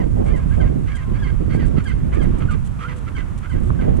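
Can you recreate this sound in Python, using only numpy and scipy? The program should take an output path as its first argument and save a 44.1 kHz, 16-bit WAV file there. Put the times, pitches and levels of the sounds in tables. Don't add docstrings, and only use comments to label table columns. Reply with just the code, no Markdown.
import sys
import numpy as np
from scipy import signal
from scipy.fft import rfft, irfft, next_fast_len
from scipy.io import wavfile
from scipy.ndimage import uniform_filter1d, minimum_filter1d, map_coordinates

SR = 44100
rng = np.random.default_rng(int(sys.argv[2]) if len(sys.argv) > 2 else 0)


def pcm_store(signal):
    levels = np.round(np.clip(np.atleast_2d(signal), -1, 1) * 32767)
    wavfile.write(sys.argv[1], SR, levels.astype(np.int16).T)


N = 176400


def amp(db):
    return 10 ** (np.asarray(db) / 20)


def unit(x):
    return x / np.sqrt(np.mean(x ** 2) + 1e-20)


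def along(points, hz):
    freqs, values = np.transpose(points)
    return np.interp(np.log(hz + 1), np.log(freqs + 1), values)


def fader(rows):
    return amp(np.interp(np.arange(N) / SR, *np.transpose(rows)))


def wobble(rate_hz):
    return map_coordinates(rng.standard_normal(8192), [np.arange(N) * rate_hz / SR], mode='wrap')


def filtered(x, response):
    n = x.shape[-1]
    padded = next_fast_len(n + 8192)
    return irfft(rfft(x, padded) * response(np.fft.rfftfreq(padded, 1 / SR)), padded)[..., :n]


def coloured(x, eq):
    return unit(filtered(x, lambda hz: amp(along(eq, hz))))


def stereo_noise(correlation):
    turn = lambda hz: np.arccos(np.clip(along(correlation, hz), -1, 1)) / 2
    white = rng.standard_normal((2, N))
    mid, side = filtered(white, lambda hz: np.array([np.cos(turn(hz)), np.sin(turn(hz))]))
    return np.array([mid + side, mid - side])


def gate(t, length, attack_s, release_s):
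    fade_in = np.sin(np.pi / 2 * np.clip(t / attack_s, 0, 1))
    fade_out = np.sin(np.pi / 2 * np.clip((length - t) / release_s + .5, 0, 1)) ** 2
    return fade_in * fade_out


def add(track, start_s, x):
    i = round(start_s * SR)
    x = x[..., max(-i, 0):N - i]
    track[..., max(i, 0):max(i, 0) + x.shape[-1]] += x


# freq_hz, gain_db
THROAT_EQ = [(400, -30), (800, -6.5), (1100, 3.5), (1600, 5), (1950, 7.5), (2250, 7.5), (2650, -7),
             (3150, -6.5), (3600, -16), (4150, -27), (4550, -19), (4900, -23.5), (6000, -26), (9000, -25),
             (13000, -50)]
# freq_hz, gain_db
BREATH_EQ = [(400, -4), (800, -7.5), (1200, 6.5), (1600, -0.5), (1950, -5), (2250, 4), (2600, -3),
             (3200, -7), (3700, -15.5), (4150, -20.5), (4550, -19.5), (4950, -26), (6000, -24), (9000, -23),
             (13000, -65)]


def syrinx(pitch_hz, rough, fundamental_db, half_db, waver, rattle_db):
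    n, rough = len(pitch_hz), np.clip(rough, 0, 1)
    unsteady = waver * wobble(260)[:n] + .048 * np.sqrt(rough) * wobble(1200)[:n]
    phase = 2 * np.pi * np.cumsum(pitch_hz * (1 + unsteady)) / SR
    harmonics = sum(np.cos(k * phase) * amp(fundamental_db * (k == 1)) for k in range(1, 8))
    halves = amp(half_db) * sum(np.cos((k + .5) * phase) for k in range(1, 8))
    air = rng.standard_normal(n) * (1 + np.cos(phase)) * amp(1.4 * wobble(252)[:n])
    tone = np.sqrt(1 - rough) * coloured(harmonics + halves, THROAT_EQ)
    breath = np.sqrt(rough) * coloured(air, BREATH_EQ)
    bursts = unit(amp(1.2 * rattle_db * np.tanh(wobble(280)[:n])))
    return (tone + breath) * bursts


# start_s, length_s, start_pitch_hz, level_db, roughness (0-1), fundamental_boost_db
HONKS = [(-.015, 0.06, 1054, -37.5, 0.04, 8), (0.332, 0.11, 1069, -41.5, 0, 6),
         (0.61, 0.081, 1085, -37.5, 0.3, 5), (0.965, 0.086, 1032, -41, 0.2, -3),
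         (1.241, 0.072, 1117, -38, 0.2, 0), (1.592, 0.071, 1020, -38, 0.3, -15),
         (1.875, 0.057, 1084, -34.5, 0.2, -4), (2.213, 0.052, 1078, -38, 0.37, 2),
         (2.505, 0.046, 1277, -31, 0.33, 11), (2.882, 0.059, 1060, -36, 0.35, 2.5),
         (3.163, 0.055, 1103, -34, 0.36, -3), (3.512, 0.08, 1060, -41, 0.2, 4),
         (3.804, 0.054, 1077, -39.5, 0.65, -12)]


def honks(fall_oct_per_s=3.98, fade_db_per_s=84, break_at_s=.041, break_takes_s=.019, bray_hz=1060):
    out, t = np.zeros(N), np.arange(SR // 8) / SR
    broken = np.clip((t - break_at_s) / break_takes_s + .5, 0, 1)
    bray_pitch = np.full(len(t), bray_hz)
    for start, length, hz, db, rough, fundamental_db in HONKS:
        pitch = hz * 2 ** (-fall_oct_per_s * t)
        honk = syrinx(pitch, rough, fundamental_db, half_db=-18, waver=.018, rattle_db=2.3)
        bray = syrinx(bray_pitch, .35, fundamental_db, half_db=4, waver=.025, rattle_db=2.2)
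        voice = np.sqrt(1 - broken) * honk + amp(-.5) * np.sqrt(broken) * bray
        level = amp(db - fade_db_per_s * (t - length / 2))
        add(out, start, level * gate(t, length, .007, .03) * voice)
    return out


# time_s, gain_db
RING_RIDE = [(0, -7), (.9, -16), (1.25, 11), (1.6, 7.5), (1.9, 4), (2.2, -32), (4, -12)]


def voice_ring(voice):
    band = lambda centre_hz, width_hz: filtered(voice, lambda hz: np.exp(-((hz-centre_hz)/width_hz)**2))
    return voice + amp(-7.5) * band(3165, 100) + fader(RING_RIDE) * band(4530, 145)


# freq_hz, gain_db
LEFT_EQ = [(1000, -4), (1400, -5.5), (1700, 0), (2100, -9.5), (3100, -13.5), (4000, -1), (4600, 0.5),
           (6000, 3), (9000, -14)]
# freq_hz, phase_rad
LEFT_LEAD = [(1000, 2.5), (1400, 0.84), (1700, 1.25), (1920, 1.5), (2150, -2), (2450, 0.2), (3000, 0.6),
             (5000, -2)]


def place_right(voice):
    left = filtered(voice, lambda hz: amp(along(LEFT_EQ, hz)) * np.exp(1j * along(LEFT_LEAD, hz)))
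    return np.array([left, voice])


# freq_hz, t60_s
SCATTER_DECAY = [(500, 0.43), (2000, 0.34), (8000, 0.15)]


def ground_scatter(calls):
    hz, t, spectrum = signal.stft(rng.standard_normal((2, SR // 2)), SR, nperseg=256)
    decay = amp(-60 * t / along(SCATTER_DECAY, hz)[:, None])
    tail = signal.istft(spectrum * decay, SR, nperseg=256)[1]
    return signal.fftconvolve(calls, tail / np.linalg.norm(tail[0]), axes=1)[:, :N]


# freq_hz, correlation
WIND_STEREO = [(60, 0), (120, -.2), (220, -.75), (340, -.92), (800, -.9), (1300, -.3), (2500, .2)]
# freq_hz, gain_db
RUMBLE_EQ = [(10, -51), (20, -2), (50, 0), (100, -4.5), (150, -7), (250, -16.5), (400, -38), (800, -130)]
BUFFET_EQ = [(90, 0.5), (170, 0), (250, 1), (400, -6.5), (600, -20.5), (1000, -39), (2000, -41.5),
             (5000, -59.5), (14000, -90)]
FLUTTER_EQ = [(200, -12), (400, 13.5), (560, 13), (750, 10), (1100, -12), (2000, -28), (5000, -91)]
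# time_s, level_db
RUMBLE_RIDE = [(0.0, -20.5), (0.13, -18.5), (0.33, -14.5), (0.36, -18.5), (0.67, -14.5), (0.99, -24.5),
               (1.14, -16.5), (1.4, -20.5), (1.68, -16.5), (1.71, -22), (1.76, -15.5), (1.86, -24),
               (1.9, -19), (2.35, -16.5), (2.38, -27), (2.44, -16.5), (2.81, -24.5), (2.84, -34),
               (2.88, -24.5), (3.13, -27.5), (3.15, -23), (3.49, -26.5), (3.56, -14), (3.61, -23.5),
               (3.63, -18.5), (4.0, -16)]
BUFFET_RIDE = [(0.0, -21.5), (0.13, -35.5), (0.17, -24.5), (0.27, -32), (0.32, -23.5), (0.38, -34.5),
               (0.56, -36), (0.7, -26), (0.8, -30.5), (0.99, -49.5), (1.12, -27), (1.17, -37.5),
               (1.35, -31), (1.37, -57), (1.41, -28), (1.61, -26), (1.77, -28.5), (1.78, -20.5), (1.8, -34),
               (2.09, -30), (2.14, -41), (2.19, -23), (2.26, -28.5), (2.29, -23), (2.32, -31.5),
               (2.45, -27.5), (2.51, -45), (2.55, -25.5), (2.61, -56), (2.86, -54), (3.2, -37.5),
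               (3.52, -55), (3.54, -26.5), (3.58, -31.5), (3.71, -24.5), (3.72, -35.5), (3.9, -21.5),
               (3.93, -37), (4.0, -19)]
FLUTTER_RIDE = [(0, -31.5), (0.13, -54), (0.17, -32.5), (0.32, -31.5), (0.42, -45), (0.56, -47),
                (0.59, -29), (0.68, -37), (0.78, -44), (0.9, -59), (1.05, -60), (1.12, -51), (1.25, -66),
                (1.42, -50), (1.6, -50), (1.78, -43), (1.83, -52), (2.05, -45.5), (2.14, -38),
                (2.24, -35.5), (2.33, -50), (2.44, -44), (2.65, -67), (3.52, -65), (3.56, -32.5),
                (3.61, -52), (3.68, -37), (3.75, -48), (3.87, -26.5), (3.94, -40), (4, -39)]


def wind():
    eddies = stereo_noise(WIND_STEREO) * amp(4 * np.tanh(wobble(70)) + .69 * wobble(9.5))
    bass = coloured(stereo_noise(WIND_STEREO), RUMBLE_EQ)
    rumble = unit(bass * amp(.47 * wobble(12))) * fader(RUMBLE_RIDE)
    buffet = coloured(eddies, BUFFET_EQ) * fader(BUFFET_RIDE)
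    flutter = coloured(eddies, FLUTTER_EQ) * fader(FLUTTER_RIDE)
    return rumble * amp([[-5.2], [3.6]]) + buffet * amp([[-4], [7]]) + flutter * amp([[2], [2.5]])


# freq_hz, correlation
SHORE_STEREO = [(150, 0.37), (600, 0.039), (1200, -0.11), (2800, 0.37), (8000, 0.068)]
# freq_hz, gain_db
WASH_EQ = [(100, 15), (400, 4.5), (750, 0), (1150, 4.5), (1700, -4.5), (2400, -9.5), (3200, -15),
           (4500, -26.5), (7000, -57.5)]
HISS_EQ = [(2500, -0.5), (4500, -5), (6000, -3), (7600, -1), (9500, -3), (10700, -5.5), (11500, -10),
           (13000, -11), (15000, -43)]
# time_s, level_db
WASH_RIDE = [(0.0, -50), (0.53, -41), (0.72, -45), (1.01, -44), (2.15, -44), (2.35, -40), (2.54, -44),
             (4.0, -42.5)]


def shore():
    wash = coloured(stereo_noise(SHORE_STEREO), WASH_EQ) * fader(WASH_RIDE) * amp(.72 * wobble(7.64))
    hiss = coloured(stereo_noise(SHORE_STEREO), HISS_EQ) * amp(.17 * wobble(7.1))
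    return wash * amp([[3.5], [5.5]]) + hiss * amp([[-58.5], [-56.5]])


# start_s, length_s, level_db
CRUNCHES = [(0.104, 0.1, -64), (0.244, 0.053, -55.5), (0.357, 0.028, -53.5), (0.47, 0.21, -58.5),
            (0.949, 0.027, -50), (1.53, 0.041, -55.5), (1.653, 0.038, -54.5), (1.839, 0.012, -49.5),
            (1.876, 0.022, -52), (2.138, 0.02, -53), (2.225, 0.021, -52), (2.383, 0.015, -52),
            (2.51, 0.016, -49.5), (2.646, 0.035, -51.5), (2.961, 0.032, -52), (3.376, 0.016, -49.5),
            (3.488, 0.059, -58), (3.601, 0.004, -52), (3.62, 0.078, -59), (3.655, 0.0018, -51),
            (3.966, 0.012, -52)]
# freq_hz, gain_db
GRIT_EQ = [(1500, -13), (3000, 5.5), (5000, -7), (8000, 5.5), (10000, 0), (11500, -14), (14000, -20)]


def grit():
    envelope, t = np.zeros(N), np.arange(SR // 8) / SR
    for start, length, db in CRUNCHES:
        add(envelope, start, amp(db) * gate(t, length, .18 * length, .25 * length))
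    grains = unit(coloured(stereo_noise(SHORE_STEREO), GRIT_EQ) * amp(2.2 * wobble(700)))
    return envelope * grains * amp([[-1], [2]])


# start_s, level_db, pitch_hz, thump_boost_db
TAPS = [(.171, -16, 710, 7), (0.581, -14.5, 660, 4), (1.088, -23.5, 597, 2), (1.5497, -7, 480, 6),
        (1.629, -15, 597, 9.5), (1.782, -11, 397, 9), (3.7036, -9.5, 1070, 7.5)]


def taps(knock_t60_s=.008, thump_hz=143, thump_t60_s=.041):
    out, t = np.zeros((2, N)), np.arange(SR // 8) / SR
    envelope = gate(t, .1, attack_s=.0012, release_s=.01)
    for start, db, hz, thump_db in TAPS:
        knock = envelope * np.sin(2 * np.pi * hz * t) * amp(-60 * t / knock_t60_s)
        thump = envelope * np.sin(2 * np.pi * thump_hz * t) * amp(thump_db - 60 * t / thump_t60_s)
        right = -np.roll(knock, 6) - thump
        add(out, start, amp(db) * np.array([1.2 * knock, right]))
    return out


# start_s, length_s, mid_pitch_hz, level_db, fundamental_boost_db
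RASPS = [(0.249, 0.084, 1080, -38.5, 3), (0.515, 0.045, 1065, -41, 6), (0.86, 0.078, 1060, -37.5, -3),
         (1.133, 0.045, 1070, -38.5, 4), (1.493, 0.071, 1045, -36, -10), (1.758, 0.055, 1345, -35, 1),
         (2.114, 0.067, 1126, -34, 2.5), (2.395, 0.042, 1288, -33.5, 17), (2.786, 0.073, 1250, -31.5, 10),
         (3.06, 0.035, 1304, -34, 6), (3.417, 0.055, 1365, -37, 8)]


def rasps(rise_oct_per_s=3.225, clearing_per_s=5.7):
    out, t = np.zeros(N), np.arange(SR // 8) / SR
    for start, length, hz, db, fundamental_db in RASPS:
        from_mid = t - length / 2
        pitch = hz * 2 ** (rise_oct_per_s * from_mid)
        rough = .38 - clearing_per_s * from_mid
        voice = syrinx(pitch, rough, fundamental_db, half_db=-5, waver=.045, rattle_db=2.2)
        add(out, start, amp(db) * gate(t, length, .033, .033) * voice)
    return out


# start_s, length_s, mid_pitch_hz, glide_oct_per_s, level_db, overtone_boost_db
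WHISTLES = [(0.507, 0.028, 1606, 6, -42, -17), (0.598, 0.02, 1560, -3.5, -34.5, -2),
            (0.937, 0.03, 1610, -1, -39.5, -0.5), (1.179, 0.035, 1677, 3.5, -47.5, 10),
            (1.217, 0.027, 1642, -5.5, -33, 3), (1.287, 0.0185, 1620, -3, -45, -1),
            (1.568, 0.032, 1596, 0, -43.5, -3), (1.852, 0.031, 1597, -6.5, -29.5, 3),
            (2.189, 0.041, 1620, -5, -39, 7), (2.468, 0.022, 1620, -14, -45, -6),
            (2.483, 0.027, 1443, -1.5, -31, -10), (2.84, 0.041, 1400, 3.5, -34, -19),
            (2.869, .02, 1564, -4, -42, 0), (3.148, 0.023, 1560, -4, -35.5, 5),
            (3.21, 0.024, 1510, -9.5, -41, -7), (3.495, 0.022, 1542, -6.5, -34, 0),
            (3.787, 0.023, 1557, -3, -37.5, -7)]


def whistles(harden_db_per_s=442, rough=.04):
    out, t = np.zeros(N), np.arange(SR // 8) / SR
    for start, length, hz, glide, db, overtone_db in WHISTLES:
        from_mid = t - length / 2
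        pitch = hz * 2 ** (glide * from_mid)
        fundamental_db = -overtone_db - harden_db_per_s * from_mid
        voice = syrinx(pitch, rough, fundamental_db, half_db=-40, waver=.005, rattle_db=-1)
        add(out, start, amp(db) * gate(t, length, .028, .028) * voice)
    return out


# start_s, length_s, peak_pitch_hz, level_db, octave_overtone_db
COLONY_CALLS = [(0.958, 0.19, 1055, -52, -25), (2.795, 0.24, 499.5, -48.5, -25)]


def far_birds(rise_oct=.1, drop_oct=.14, peak_at=.66):
    out, t = np.zeros(N), np.arange(SR // 3) / SR
    for start, length, hz, db, octave_db in COLONY_CALLS:
        past = t / length - peak_at
        sag = np.where(past < 0, rise_oct * (past / peak_at)**2, drop_oct * (past / (1 - peak_at))**2)
        pitch = hz * 2 ** (.0052 * wobble(134)[:len(t)] - sag)
        phase = 2 * np.pi * np.cumsum(pitch) / SR
        note = unit(np.sin(phase) + amp(octave_db) * np.sin(2 * phase))
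        add(out, start, amp(db) * gate(t, length, .06, .092) * note)
    return out


def scene():
    calls = place_right(voice_ring(honks() + rasps() + whistles()))
    return calls + amp(-13) * ground_scatter(calls) + wind() + shore() + grit() + taps() + far_birds()


def record(dry):
    ceiling, limiter_s, top_hz = .8, .02, 15000
    span = int(limiter_s * SR)
    needed = ceiling / np.maximum(np.abs(dry).max(axis=0), ceiling)
    gain = uniform_filter1d(minimum_filter1d(needed, 2 * span), span)
    return filtered(dry * gain, lambda hz: hz < top_hz)


dry = scene()
out = record(dry)
pcm_store(out)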